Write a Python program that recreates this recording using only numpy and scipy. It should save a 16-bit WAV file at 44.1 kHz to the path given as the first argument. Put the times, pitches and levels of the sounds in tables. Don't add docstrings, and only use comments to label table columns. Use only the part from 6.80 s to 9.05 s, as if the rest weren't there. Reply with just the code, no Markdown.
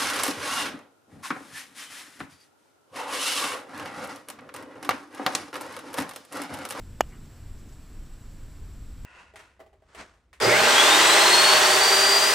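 import sys
import numpy as np
from scipy import signal
from scipy.fft import rfft, irfft
from scipy.io import wavfile
from scipy.ndimage import uniform_filter1d

SR = 44100
rng = np.random.default_rng(int(sys.argv[2]) if len(sys.argv) > 2 else 0)


def to_wav(s):
    ch = np.atleast_2d(s).T
    pcm = np.round(np.clip(ch, -1, 1) * 32767)
    wavfile.write(sys.argv[1], SR, pcm.astype(np.int16))


N = 99225
HIT_S = .2076


def undb(db):
    return 10 ** (np.asarray(db) / 20)


def unit(x):
    return x / np.sqrt(np.mean(x ** 2))


def colour(x, curve):
    hz, db = np.array(curve, float).T
    bins_hz = np.maximum(np.fft.rfftfreq(N, 1 / SR), 1)
    gain = undb(np.interp(np.log(bins_hz), np.log(hz), db))
    return irfft(rfft(x) * gain, N)


def noise(curve):
    return unit(colour(rng.standard_normal(N), curve))


def band(hz, width_hz):
    bell = np.exp(-.5 * ((np.fft.rfftfreq(N, 1 / SR) - hz) / width_hz) ** 2)
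    return unit(irfft(rfft(rng.standard_normal(N)) * bell, N))


def drift(rate_hz):
    hold = int(SR / rate_hz)
    steps = np.repeat(rng.standard_normal(N // hold + 1), hold)
    return unit(uniform_filter1d(uniform_filter1d(steps, hold), hold)[:N])


def fade(age, t60):
    return (age >= 0) * np.exp(-np.log(1000) * np.maximum(age, 0) / t60)


def diffuse(curve):
    # frequency in Hz, side gain in dB.
    width = [(60, -21.5), (380, -47), (700, -15), (1300, -39), (2400, -20.5), (4400, -11), (8100, -9),
             (15000, -2.5)]
    mid = noise(curve)
    side = colour(noise(curve), width)
    return np.array([mid + side, mid - side])


def air(t):
    # frequency in Hz, relative density in dB.
    breeze_curve = [(8, -23), (20, 3.5), (42, -5), (56, -3), (70, -9.5), (100, -8), (150, -29), (300, -27),
                    (600, -84)]
    rumble_curve = [(60, -6), (140, 6), (200, -1), (235, 1.5), (310, -4), (410, -9), (600, -18.5),
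                    (900, -54), (1400, -82)]
    hiss_curve = [(290, -33), (500, 0.5), (802, -1.5), (1550, -2.5), (2090, -6), (3820, -9.5), (4660, -9),
                  (5010, -12), (5460, -8), (6390, -14.5), (7170, -9), (7700, -12.5), (8630, -15),
                  (14400, -17.5), (15300, -17.5)]
    # time in seconds, relative level in dB.
    gusts = [(0.0, -43), (0.47, -46.5), (0.68, -39.5), (1.03, -48.5), (1.22, -43), (1.43, -45), (1.61, -42),
             (1.64, -41.5), (1.91, -40), (1.92, -39), (2.15, -40), (2.22, -39)]
    gust_s, gust_db = np.array(gusts).T
    fall_db_per_s = 1.13
    breeze = diffuse(breeze_curve) * undb(1.5 + np.interp(t, gust_s, gust_db))
    rumble = diffuse(rumble_curve) * undb(-51.5 - fall_db_per_s * t + 1.2 * drift(rate_hz=14.2))
    hiss = diffuse(hiss_curve) * undb(-60 + .25 * drift(rate_hz=40))
    return breeze + rumble + hiss


def camera_whine(t):
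    # frequency in Hz, rms level in dB.
    tones = [(7492, -74.5), (7867, -74), (12000, -92), (14986, -83)]
    pulse_hz, first_s, period_s, width_s = 7780, .033, .1001, .006
    steady = sum(undb(db) * np.sqrt(2) * np.sin(2 * np.pi * (hz * t + rng.random())) for hz, db in tones)
    cycle = (t - first_s) / period_s
    from_pulse_s = (cycle - np.round(cycle)) * period_s
    gate = np.exp(-.5 * (from_pulse_s / width_s) ** 2)
    pulses = gate * np.sin(2 * np.pi * pulse_hz * t) * undb(-64 + 2.4 * drift(rate_hz=13))
    throb = 1 + .32 * np.cos(2 * np.pi * 3 * cycle)
    fizz = undb(-71.5) * band(hz=7800, width_hz=460) * throb
    return steady + pulses + fizz


def grass(t):
    # peak time in seconds, half length in seconds, level in dB.
    rustles = [(0.298, 0.012, -66.5), (0.459, 0.0043, -64), (0.791, 0.014, -65.5), (0.892, 0.0072, -64),
               (.928, 0.0052, -63.5)]
    # frequency in Hz, relative density in dB.
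    rustle_curve = [(1000, -25), (3500, -10), (5200, 2), (7000, 3), (11000, -11), (15000, -15)]
    swells = sum(undb(db) * np.exp(-.5 * ((t - peak_s) / half_s) ** 2) for peak_s, half_s, db in rustles)
    return diffuse(rustle_curve) * swells


def garden_echo(t):
    # frequency in Hz, relative density in dB.
    turf_curve = [(150, -6), (350, -20), (550, -6), (900, 25), (1700, -5), (2500, 6), (3300, 2),
                  (4800, -13), (8000, -31), (15000, -42)]
    trees_curve = [(200, -34), (600, 3), (1400, 6), (2100, 1), (3200, -8), (6000, -15), (15000, -13)]
    # extra lag in seconds, centre in Hz, width in Hz, relative level in dB.
    hedge_bands = [(0, 2100, 310, -3), (.018, 1390, 270, -2.5), (0.02, 2940, 90, -9)]
    hedge_lag_s, rise_s, hedge_db = .12, .015, -55.5
    age = t - HIT_S
    turf = undb(-35) * fade(age, t60=.035) * diffuse(turf_curve)
    hedge = np.zeros(N)
    for extra_s, hz, width_hz, db in hedge_bands:
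        from_peak_s = age - hedge_lag_s - extra_s
        rise = np.exp(np.minimum(from_peak_s, 0) / rise_s)
        fall = fade(np.maximum(from_peak_s, 0), t60=.17)
        hedge += undb(hedge_db + db) * rise * fall * band(hz, width_hz)
    trees = undb(-64.5) * fade(age, t60=3.8) * diffuse(trees_curve)
    return turf + hedge + trees


def near_echo(t, direct):
    # frequency in Hz, relative gain in dB.
    reflection_curve = [(300, -21), (600, -11), (900, -27), (1500, -19), (2400, -13), (2950, -1),
                        (4000, -14), (8000, -19)]
    lag_s = .0285
    reflected = undb(-25) * colour(direct, reflection_curve)
    return np.interp(t - lag_s, t, reflected, left=0)


def mallet_strike(t):
    # frequency in Hz, relative level in dB, time to fall 60 dB in seconds.
    body_modes = [(363, -26, 0.024), (727, 3, 0.0059), (1220, -15.5, 0.015), (1730, -12, 0.015)]
    ring_modes = [(1510, -30, 0.027), (2417, -22, 0.021), (2700, -28.5, 0.026), (2900, -25.5, 0.033),
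                  (3070, -30.5, 0.028), (3330, -36, 0.032), (4310, -32, 0.019), (4840, -27, 0.015),
                  (6060, -46, 0.02), (6540, -24, 0.014), (6800, -31.5, 0.017), (8800, -36, 0.015),
                  (9100, -33.5, .009)]
    # frequency in Hz, relative level in dB.
    tick_curve = [(2000, -43), (5000, -17), (7000, -9), (10500, -32), (12700, -7.5), (15000, -9)]
    crack_curve = [(1000, -2), (2500, -9), (4000, -17), (6500, 6.5), (10500, -12.5), (12700, 0),
                   (15000, -17)]
    contact_s, rebound_s, crack_t60_s, low_cut_hz = .00044, .0026, .006, 230
    age = t - HIT_S
    push = np.sin(np.pi * np.minimum(t[:SR // 100] / contact_s, 1))
    body = sum(undb(db) * fade(age, t60) * np.cos(2 * np.pi * hz * age) for hz, db, t60 in body_modes)
    low_cut = signal.butter(1, low_cut_hz, "high", fs=SR, output="sos")
    knock = signal.sosfilt(low_cut, np.convolve(body, push / push.sum())[:N])
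    ring = sum(undb(db) * fade(age, t60) * np.sin(2 * np.pi * hz * age) for hz, db, t60 in ring_modes)
    tick = colour(signal.unit_impulse(N, int((HIT_S + contact_s) * SR)), tick_curve)
    rebound = undb(-1) * fade(age - rebound_s, crack_t60_s)
    crack = undb(-23) * (fade(age, crack_t60_s) + rebound) * noise(crack_curve)
    return knock + ring + tick + crack


def scene():
    t = np.arange(N) / SR
    direct = mallet_strike(t)
    return direct + near_echo(t, direct) + garden_echo(t) + grass(t) + air(t) + camera_whine(t)


def record(dry):
    top_hz = 15300
    return signal.sosfilt(signal.ellip(10, .2, 70, top_hz, fs=SR, output="sos"), dry)


dry = scene()
out = record(dry)
to_wav(out)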